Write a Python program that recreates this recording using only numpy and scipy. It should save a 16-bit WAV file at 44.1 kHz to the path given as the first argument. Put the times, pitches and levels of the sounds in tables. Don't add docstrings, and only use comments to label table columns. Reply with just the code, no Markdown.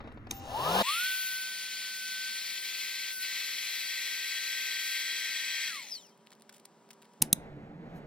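import sys
import numpy as np
from scipy import signal
from scipy.fft import rfft, irfft, next_fast_len
from scipy.io import wavfile
from scipy.ndimage import map_coordinates

SR = 44100
rng = np.random.default_rng(int(sys.argv[2]) if len(sys.argv) > 2 else 0)


def generate_wav(signal):
    frames = np.transpose(np.atleast_2d(signal))
    scaled = np.clip(frames, -1, 1) * 32767
    pcm = np.round(scaled).astype(np.int16)
    wavfile.write(sys.argv[1], SR, pcm)


N = 355622
T = np.arange(N) / SR

FAST_FROM, FAST_TO = .824, 7.208
TIME_LAPSE = 4
ON_S, OFF_S = .31, 5.677
VANES = 8
COAST_ROUGH_DB = 2.2


def amp(db):
    return 10 ** (np.asarray(db) / 20)


def unit(x):
    return x / np.sqrt(np.mean(x ** 2) + 1e-20)


def along(points, hz):
    f, v = np.transpose(points)
    return np.interp(np.log(hz + 1), np.log(f + 1), v)


def curves(rows):
    s, *cols = np.transpose(rows)
    return [np.interp(T, s, c) for c in cols]


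def between(start, end, fade=0.01):
    return np.clip((T - start) / fade + .5, 0, 1) * np.clip((end - T) / fade + .5, 0, 1)


def wobble(rate):
    coarse = T[::64]
    knots = rng.standard_normal(int(N * rate / SR) + 4)
    return np.interp(T, coarse, map_coordinates(knots, [coarse * rate]))


def filtered(x, response):
    size = next_fast_len(N + 8192)
    return irfft(rfft(x, size) * response(np.fft.rfftfreq(size, 1 / SR)), size)[..., :N]


def noise(colour_db):
    # hz, left_right_likeness (-1 to 1)
    alike = [(100, .88), (400, .91), (2000, .91), (15000, .9)]

    def mid_and_side(hz):
        turn = np.arccos(np.clip(along(alike, hz), -1, 1)) / 2
        return amp(colour_db(hz)) * [np.cos(turn), np.sin(turn)]

    mid, side = filtered(rng.standard_normal((2, N)), mid_and_side)
    return unit(np.array([mid + side, mid - side]))


def air(spectrum):
    return noise(lambda hz: along(spectrum, hz))


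def tone(hz):
    return np.sqrt(2) * np.sin(2 * np.pi * (np.cumsum(hz * np.ones(N)) / SR + rng.random()))


def add(track, s, sound):
    start = max(round(s * SR), 0)
    track[..., start:start + sound.shape[-1]] += sound[..., :N - start]


def shaft_speed():
    # time_s, shaft_hz
    cruise = [(1.2, 1522), (1.55, 1530), (2.07, 1525), (2.32, 1542), (2.75, 1550), (3.1, 1553), (3.2, 1511),
              (3.29, 1553), (3.5, 1558), (3.87, 1549), (4.1, 1558), (4.55, 1560), (4.72, 1553), (4.9, 1562),
              (5.67, 1567)]
    free_hz, spin_rate = 412.5, 1.09
    drag_rate, friction_hz = 2.75, 300
    pace = np.where(T >= FAST_FROM, TIME_LAPSE, 1)
    age = np.maximum(T - ON_S, 0) + (TIME_LAPSE - 1) * np.maximum(T - FAST_FROM, 0)
    rising = free_hz * np.tanh(spin_rate * age) * pace
    driven = np.minimum(rising, curves(cruise)[0])
    coasting = np.exp(-drag_rate * np.maximum(T - OFF_S, 0))
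    return np.maximum((driven + friction_hz) * coasting - friction_hz, 0)


def log_speed(hz, full_hz):
    return np.log10(np.maximum(hz, 1) / full_hz)


def nearness():
    back_off_s, back_off_tau_s = 1.152, 0.085
    return (1 - np.tanh((T - back_off_s) / (2 * back_off_tau_s))) / 2


def tightness():
    # time_s, tightness (0-1)
    tight = [(1.2, 0.03), (2.6, 0.24), (3.6, 0.51), (5, 0.76), (5.68, 0.87), (5.76, 0.3)]
    return np.clip(curves(tight)[0], 0, 1)


def shifts():
    # time_s, half_length_s, roar_db, hiss_db
    nozzle_shifts = [(2.002, .085, -2.5, 1.5), (2.609, 0.019, -5.5, 0), (3.166, 0.047, -9.5, 2),
                     (3.22, .012, -1, 4), (3.357, .06, 1, 0), (4.894, 0.092, 0, 3.5)]
    s, half, choke_db, leak_db = np.transpose(nozzle_shifts)
    shifted = np.exp(-((T - s[:, None]) / half[:, None]) ** 4)
    return choke_db @ shifted, leak_db @ shifted


def whine():
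    # time_s, level_db
    shaft_level = [(1.12, -49.5), (1.21, -50), (1.36, -43.5), (1.68, -51), (2.27, -43.5), (2.44, -53.5),
                   (3.07, -49), (3.3, -48.5), (3.58, -54.5), (4.58, -45.5), (5.67, -49.5)]
    # multiple, slack_bag_db, tight_bag_db
    orders = [(2, -55, -76), (3, -50, -56), (4, -54, -75), (5, -72, -61), (6, -61, -80), (7, -53, -59)]
    # time_s, level_db
    vane_level = [(1.3, -37), (1.7, -49), (2.3, -42), (2.6, -41), (4.95, -38), (5.1, -44), (5.68, -45)]
    # pitch_hz, gain_db
    vane_pass = [(1500, -42), (2300, -30), (2750, -26), (3650, -15), (4100, -5), (4600, 3.5), (5200, 7),
                 (5450, -8), (5900, -8), (6800, -13.5), (8200, -15.5), (10600, -10), (12000, -3)]
    # pitch_hz, level_db
    octave_pass = [(3500, -95), (4800, -73), (5600, -63), (7700, -63), (10000, -71), (11500, -72),
                   (14000, -120)]
    near_shaft_db, near_vane_db = 16.5, 3.1
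    shake_hz, shake_width_hz, shake_boost_db = 1140, 70, 8.5
    vane_flutter_db = 1.8

    shaft_hz = shaft_speed() * (1 + .0006 * wobble(60))
    speed = log_speed(shaft_hz, shaft_hz.max())
    off = T > OFF_S

    shake_db = shake_boost_db / (1 + ((shaft_hz - shake_hz) / shake_width_hz) ** 2)
    hum_db = curves(shaft_level)[0] + near_shaft_db * nearness() + 50 * speed + shake_db
    hum_db = hum_db - 20 * np.maximum(T - OFF_S, 0)
    hum_db = hum_db + 0.73 * wobble(35) + COAST_ROUGH_DB * wobble(170) * off
    hum = amp(hum_db) * tone(shaft_hz)

    tight = tightness()
    overtones = np.zeros(N)
    for multiple, slack_db, tight_db in orders:
        order_db = slack_db + (tight_db - slack_db) * tight + 2.0 * wobble(24.98)
        overtones += amp(order_db) * tone(round(multiple) * shaft_hz)
    overtones *= amp(150 * speed + 0.27 * shifts()[0])

    vane_hz = VANES * shaft_hz
    blurred_hz = vane_hz + 45 * wobble(370) * off
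    vane_db = curves(vane_level)[0] + along(vane_pass, vane_hz) + near_vane_db * nearness()
    vanes = amp(vane_db + vane_flutter_db * wobble(50)) * tone(blurred_hz)
    octave = amp(along(octave_pass, 2 * vane_hz) + vane_flutter_db * wobble(70)) * tone(2 * blurred_hz)
    return (hum + overtones + vanes + octave) * between(FAST_FROM, 6.2)


def rippled(x):
    # delay_s, level_db
    near_echoes = [(.0031, -19), (.0058, -17), (.0097, -16)]
    echoes = sum(amp(db) * np.roll(x, round(delay * SR), axis=-1) for delay, db in near_echoes)
    return unit(x + echoes)


def duct():
    # hz, relative_db
    duct_noise = [(80, -87), (300, -36.5), (1100, -21.5), (1350, -13.5), (1700, -12), (1900, -2),
                  (2500, -1), (2900, -8), (3600, -4), (4300, -2.5), (5800, -9), (7000, -10), (10000, -30)]
    # hz, gain_db
    near_duct = [(1900, 1), (2750, 6), (3400, 2), (4300, -1), (5500, -9), (9000, 2)]
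    # slack_hz, tight_hz, half_width_hz, slack_db, tight_db
    duct_modes = [(2110, 1794, 114, 0, 10.5), (2210, 2160, 150, -2, 7), (2730, 2460, 70, 1, 5),
                  (3180, 2900, 75, 6, 1.5), (3437, 3240, 50, 7.5, 16), (4220, 3980, 124, 5, 8.5),
                  (4850, 4650, 53, -7, -1), (5000, 4500, 80, 3, 6.5), (5380, 5900, 54, 0, 5.5),
                  (5800, 5700, 80, -6, 4), (6200, 6000, 150, 2.5, 7.5), (8050, 7820, 77, -4, 20)]
    hz, s, z = signal.stft(air(duct_noise), SR, nperseg=2048)
    hz, tight = hz[:, None], np.interp(s, T, tightness())
    colour_db = along(near_duct, hz) * np.interp(s, T, nearness())
    for slack_hz, tight_hz, width, slack_db, tight_db in duct_modes:
        centre = slack_hz + (tight_hz - slack_hz) * tight
        height_db = slack_db + (tight_db - slack_db) * tight
        colour_db = colour_db + height_db / (1 + ((hz - centre) / width) ** 2)
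    strength = np.linalg.norm(amp(colour_db + along(duct_noise, hz)), axis=0)
    return signal.istft(z * amp(colour_db) / strength, SR, nperseg=2048)[1][:, :N]


def suction():
    # hz, relative_db
    vent = [(300, -67), (2500, -23), (5500, 4), (7500, -4), (9000, -2), (10000, -1.5), (11500, 3.5),
            (12900, 4.5), (14500, 1.5), (15800, -8)]
    # time_s, level_db, length_s
    puff_times = [(5.927, -50.5, 0.047), (6.026, -62.5, 0.081)]
    # hz, relative_db
    puff_spectrum = [(100, -68), (2500, -25), (4000, -7), (5000, -1), (6000, 5), (7000, -16), (12000, -6),
                     (15500, -16)]
    slack_roar_db, tight_gain_db, vent_db = -43, 8.5, -46
    near_db = 8
    inrush_s, inrush_length_s, inrush_gain_db = 0.875, 0.099, 8

    shaft_hz = shaft_speed()
    speed = log_speed(shaft_hz, shaft_hz.max())
    choke_db, leak_db = shifts()
    close_db = near_db * nearness()
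    inrush_db = inrush_gain_db * np.exp(-((T - inrush_s) / inrush_length_s) ** 2)
    tightest = np.maximum.accumulate(tightness())
    roar_db = slack_roar_db + tight_gain_db * np.sqrt(tightest) + close_db + inrush_db + choke_db + 52 * speed
    hiss_db = vent_db + close_db + 0.5 * inrush_db + leak_db + 40 * speed
    flow = amp(roar_db) * rippled(duct()) + amp(hiss_db) * rippled(air(vent))

    lifted_db = -45 * np.maximum(T - 5.9, 0)
    puff_envelope = sum(amp(db) * np.exp(-((T - s) / length) ** 2) for s, db, length in puff_times)
    puffs = puff_envelope * air(puff_spectrum)
    flutter_db = 0.49 * wobble(45) + COAST_ROUGH_DB * wobble(260) * between(OFF_S, 9)
    return (flow * amp(lifted_db) + puffs) * amp(flutter_db) * between(FAST_FROM, 6.3)


def spin_up():
    # hz, relative_db
    rush_spectrum = [(30, -18), (90, -21), (180, -17), (280, -20), (400, -5), (520, -3.5), (680, -1),
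                     (1000, -1.5), (1400, -14.5), (1700, -7), (2100, -32), (5000, -69.5)]
    hiss_spectrum = [(1200, -25), (2000, -6.5), (2500, -0.5), (3000, 9.5), (3500, 3.5), (4200, 2.5),
                     (5000, -1), (7000, -8.5), (10500, -6), (12200, -12), (15000, -4), (15800, -1.5)]
    brush_spectrum = [(1400, 3), (2300, -9), (2850, 13), (3300, 0), (3850, 6), (4300, -5), (5300, 2),
                      (7100, 1), (8200, -5), (11000, -18)]

    shaft_hz = shaft_speed()
    reached_hz = shaft_hz[T < FAST_FROM].max()
    shaft_hz = np.minimum(shaft_hz, reached_hz)
    speed = log_speed(shaft_hz, reached_hz)

    drive = amp(-52) * tone(790) * between(0.311, FAST_FROM)
    whistle_hz = 13500 + 17000 * np.clip(T - ON_S, 0, .08) + 450 * wobble(1500)
    whistle = amp(-52.5) * tone(whistle_hz) * between(0.34, 0.397, fade=.02)
    vanes = amp(-38 + 10 * speed + 3.4 * wobble(39.4)) * tone(VANES * shaft_hz)
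    vanes = vanes * between(0.484, 9, fade=0.082)
    shaft = amp(-35.5 + 63 * speed) * tone(shaft_hz)
    rush = amp(-27 + 45 * speed + 1.1 * wobble(108.6)) * rippled(air(rush_spectrum))
    hiss = amp(-29.5 + 53.7 * speed) * air(hiss_spectrum)

    since_tick = (np.cumsum(shaft_hz) / SR - .75) % 1
    ticking = 1 + 1.4 * np.exp(-since_tick / 0.052)
    brushes = amp(-56) * ticking * air(brush_spectrum) * between(0.3, FAST_FROM, fade=0.022)
    return drive + whistle + brushes + (vanes + shaft + rush + hiss) * between(ON_S, FAST_FROM)


def clicks(rows, modes):
    # hz, gain_db
    scrape_colour = [(200, -13.5), (1400, -26.5), (2300, -13.5), (3800, -5.5), (9000, 0), (15800, -2)]
    # hz, relative_db
    rattle_spectrum = [(100, 5), (250, 8.5), (380, 13.5), (580, -1), (880, 5.5), (1300, -1.5), (3000, -1),
                       (6500, -3.5), (10000, -1.5), (15000, -14)]
    rattle_life_s, side_db = .015, -19
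    boom_hz, boom_life_s, boom_db = 154, 0.042, -8

    cracks, knocks, rattle_level = np.zeros((2, N)), np.zeros(N), np.zeros(N)
    t = np.arange(SR // 12) / SR
    ring = sum(amp(db - 60 * t / t60) * np.sin(2 * np.pi * hz * t) for hz, db, t60 in modes)
    thump = np.sin(2 * np.pi * 185 * t) * (t / 0.0021) * np.exp(1 - t / 0.0021)
    boom = amp(boom_db) * np.sin(2 * np.pi * boom_hz * t) * np.exp(-t / boom_life_s)
    case = np.sin(2 * np.pi * 870 * t) * np.exp(-t / .005) + boom
    for s, db, length, thump_db, case_db, rattle_db in rows:
        mid, side = rng.standard_normal((2, len(t)))
        envelope = np.exp(-(t / length) ** 2) * (1 - np.exp(-t / .0003))
        scrape = (mid + amp(side_db) * np.outer([1, -1], side)) * envelope
        rung = signal.fftconvolve(scrape, ring[None], axes=1)[:, :len(t)]
        crack = unit(rung) + 0.58 * unit(scrape)
        add(cracks, s, amp(db + 2) * np.sqrt(length * SR) * crack / np.linalg.norm(crack[0]))
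        add(knocks, s, amp(thump_db) * thump + amp(case_db) * case)
        add(rattle_level, s, amp(rattle_db) * np.exp(-t / rattle_life_s))
    coloured = filtered(cracks, lambda hz: amp(along(scrape_colour, hz)))
    return coloured + knocks + rattle_level * air(rattle_spectrum)[0]


def brightened(sound, treble_db):
    low = signal.lfilter(*signal.butter(1, 4500, fs=SR), sound)
    return low + amp(treble_db) * (sound - low)


def spiky(count, spread_db):
    jumps = np.repeat(rng.standard_normal(count // 16 + 1), 16)[:count]
    return rng.standard_normal(count) * amp(spread_db * jumps)


def crinkles():
    # start_s, level_db, length_s, treble_gain_db
    folds = [(0.073, -61, 0.0045, -16), (0.123, -51, 0.0019, -18), (0.144, -66, .001, 3),
             (0.16, -70, 0.0036, -20), (.271, -51, 0.0019, -9), (6.1753, -62, 0.0011, 7),
             (6.265, -54, .002, -3), (6.27, -44, .0015, -10), (6.3045, -51, 0.0022, 0),
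             (6.3174, -47, 0.0023, -5), (6.32, -52, 0.0022, -4), (6.3259, -45, 0.0025, -6),
             (6.33, -50, 0.0044, -4), (6.3514, -59, 0.0013, 6), (6.398, -58, .001, 5),
             (6.4082, -60, .003, 3), (6.421, -43.5, 0.0016, 2), (6.4924, -42.5, 0.0053, -4.5),
             (6.524, -50, 0.0044, 1), (6.531, -56.5, 0.024, 3), (6.563, -56, 0.0068, 4),
             (6.581, -54, 0.0023, 2), (6.593, -58.5, 0.0094, 3), (6.652, -47.5, 0.0044, 7),
             (6.8901, -57, .001, 6), (6.903, -45, 0.0089, 0), (6.931, -55, .002, 8), (6.937, -56, .002, 2),
             (7.018, -50, 0.0025, -7), (7.023, -45, 0.0016, -4), (7.029, -52, .002, -6),
             (7.042, -57, 0.014, -6), (7.1331, -62, .006, 1)]
    # hz, gain_db
    film_colour = [(80, -45), (300, -17), (1200, -3.5), (2100, -1), (4200, -1), (8000, -4.5), (13000, -4.5),
                   (15800, -10)]
    track, t = np.zeros(N), np.arange(SR // 10) / SR
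    for s, db, length, treble_db in folds:
        envelope = np.exp(-(t / length) ** 2) * (1 - np.exp(-t / (0.46 * length)))
        snaps = spiky(len(t), spread_db=6.5) * envelope
        snaps = amp(db) * np.sqrt(length * SR) * snaps / np.linalg.norm(snaps)
        add(track, s, brightened(snaps, treble_db))
    ticks = amp(-82.5) * unit(spiky(N, spread_db=9)) * between(4.9, FAST_TO, fade=0.051)
    return filtered(track + ticks, lambda hz: amp(along(film_colour, hz)))


def bumps():
    # start_s, level_db (1 dB is added below), decay_s
    knocks = [(.003, -41.5, 0.014), (0.038, -51, 0.056), (0.073, -45, 0.013), (0.117, -48, 0.0085),
              (0.172, -43.5, 0.0078), (0.268, -41.5, 0.0076)]
    envelope, t = np.zeros(N), np.arange(SR // 10) / SR
    for s, db, length in knocks:
        add(envelope, s, amp(db + 1) * np.exp(-t / length) * (1 - np.exp(-(t / 0.0011) ** 2)))
    return envelope * air([(100, 1), (480, 1.5), (1200, -6.0), (4000, -20.5), (12000, -61)])


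def squeaks():
    # peak_s, pitch_hz, level_db, time_constant_s
    chirps = [(5.707, 1660, -43.5, 0.013), (5.79, 2140, -42.5, 0.02), (5.982, 3110, -54, 0.012),
              (6.123, 3140, -69, .012), (6.2, 3120, -82, .035)]
    track = np.zeros(N)
    for s, hz, db, length in chirps:
        envelope = amp(db + 1.5 * wobble(90)) * np.exp(-np.abs(T - s) / length)
        track += envelope * tone(hz * (1 + 0.016 * wobble(200)))
    return track


def room(x, pace=1):
    # hz, t60_s
    walls = [(200, 0.32), (2000, 0.41), (7000, 0.21), (15000, 0.12)]
    hz, t, z = signal.stft(rng.standard_normal((2, SR // 2)), SR, nperseg=256)
    tail = signal.istft(z * amp(-60 * pace * t / along(walls, hz)[:, None]), SR, nperseg=256)[1]
    return signal.fftconvolve(x[None], tail / np.linalg.norm(tail[0]), axes=1)[:, :N]


def room_tone():
    # hz, relative_db
    opening_air = [(25, 2), (55, 7), (100, 7.5), (170, -2.5), (250, 5.5), (420, -9), (800, -18),
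                   (1700, -11), (2500, -25), (3000, -25), (4500, -40), (8000, -48), (12000, -54),
                   (15000, -46)]
    fast_air = [(50, -33), (100, -31), (145, 0.5), (215, 3), (290, -1.5), (600, -3), (950, -4),
                (1400, -10.5), (2500, -18.5), (6500, -21), (10000, -28.5), (15000, -33)]
    # pitch_hz, level_over_room_air_db
    hum_tones = [(221, -10), (398, -9.5), (581, -13), (964, -10)]
    # time_s, level_db
    fast_level = [(.8, -67.5), (5.3, -69), (5.9, -64.5), (7.2, -63)]
    hum = sum(amp(db + 2.4 * wobble(2.9)) * tone(hz * (1 + 0.0019 * wobble(24.9))) for hz, db in hum_tones)
    fast = amp(curves(fast_level)[0]) * (air(fast_air) + hum)
    opening = amp(-49) * air(opening_air)
    return opening * between(-1, FAST_FROM), fast * between(FAST_FROM, FAST_TO)


def closing_room():
    # hz, relative_db
    closing_air = [(25, -10), (90, -9), (170, -2), (300, -10), (500, -11.5), (800, -12.5), (1100, -21.5),
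                   (2000, -22.5), (3000, -34.5), (4200, -38.5), (5500, -47), (8000, -49.5), (10000, -54.5),
                   (15000, -58)]
    # pitch_hz, first_db, last_db
    drone_tones = [(147, -51.5, -57.5), (175, -64.5, -50), (225.6, -53, -58), (301, -57.5, -60.5),
                   (375, -61.5, -66.5), (452, -70.5, -57.5)]
    # hz, lead_rad
    closing_lead = [(350, 0), (900, 1.5), (5000, 1.9), (9200, -3.2), (16000, -10.6)]
    unrest = .8
    rustle_s, rustle_length_s, rustle_db = 7.97, 0.024, -67

    drone = np.zeros(N)
    for hz, first_db, last_db in drone_tones:
        level = amp(np.interp(T, [FAST_TO, T[-1]], [first_db, last_db]))
        swelling = (1 + unrest * wobble(24)) / np.hypot(1, unrest)
        drone += level * swelling * tone(hz * (1 + .02 * wobble(12)))
    rumble = amp(-49.5 + 1.4 * wobble(11)) * air(closing_air)
    rustle = amp(rustle_db) * np.exp(-((T - rustle_s) / rustle_length_s) ** 2) * rng.standard_normal(N)
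    sound = (rumble + drone + rustle) * between(FAST_TO, 10)
    return ported(sound, lambda hz: -1.5, lambda hz: np.interp(hz, *np.transpose(closing_lead)))


def ported(sound, left_db, lead):
    def response(hz):
        difference = np.log(10) / 20 * left_db(hz) + 1j * lead(hz)
        return np.exp(np.outer([1, -1], difference) / 2)

    return filtered(sound, response)


def microphones(sound, pace=1):
    # hz, difference_db
    left = [(40, 0), (110, -2.5), (300, 0), (500, 1.5), (760, 7.5), (950, 1), (1450, 7), (2100, 1.5),
            (2700, -3.5), (3080, 2.5), (3800, -3), (5700, 4), (8000, 0)]
    # hz, lead_rad
    bag_lead = [(0, 0), (650, .4), (1300, 1), (1600, 3.1), (1980, 6), (2700, 7.9), (3070, 9.4),
                (4000, 12.4), (5600, 13.7), (16000, -3.2)]
    lead = lambda hz: np.interp(hz / pace, *np.transpose(bag_lead))
    return ported(sound, lambda hz: along(left, hz / pace), lead)


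def scene():
    # start_s, crack_db, scrape_length_s, thump_db, case_knock_db, rattle_db
    switch_rows = [(.309, -28, .0022, -60, -56, -46), (.3115, -20.5, .001, -50, -52, -44)]
    click_rows = [(7.219, -22.5, 0.0041, -62.5, -56.5, -56.5), (7.222, -11.5, 0.002, -26.5, -28, -36.5),
                  (7.3284, -12, 0.0036, -22, -45.5, -58.5)]
    # pitch_hz, relative_db, t60_s
    switch_ring = [(2520, 5, 0.011), (3040, 3.5, 0.0061), (3740, 0, .007), (5300, -6, .003),
                   (6560, 4, .007), (8300, 5, 0.0044), (14600, 0, .003)]
    plastic = [(2830, -6.5, .005), (4000, 0, 0.0078), (6570, 1, 0.0087), (8850, 0.5, 0.0036),
               (10140, 6.5, 0.0073), (11200, 2.5, 0.00303), (12900, -3, .003), (13900, 8.5, .0035)]
    # hz, gain_db
    throw = [(200, 3.5), (2000, 1.5), (4000, -4), (6500, -2.5), (8500, -2.5), (10200, 1.5), (15000, -0.5)]
    click_room_db, whine_room_db, film_room_db = -26, -14, -12

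    opening_air, fast_air = room_tone()
    switch, snaps = clicks(switch_rows, switch_ring), clicks(click_rows, plastic)
    tones, film = whine(), crinkles()
    start = microphones(spin_up() + bumps() + switch + opening_air)
    run = microphones(tones + suction() + squeaks() + film + fast_air, TIME_LAPSE)
    thrown = filtered((switch + snaps).mean(axis=0), lambda hz: amp(along(throw, hz)))
    click_walls = amp(click_room_db) * room(thrown)
    run_walls = room(amp(whine_room_db) * tones + amp(film_room_db) * film, TIME_LAPSE)
    return start + run + snaps + click_walls + run_walls + closing_room()


def record(dry):
    ceiling, top_hz = .95, 16300
    rounded = dry / (1 + (dry / ceiling) ** 4) ** (1 / 4)
    return filtered(rounded, lambda hz: np.clip((top_hz - hz) / 600, 0, 1))


dry = scene()
out = record(dry)
generate_wav(out)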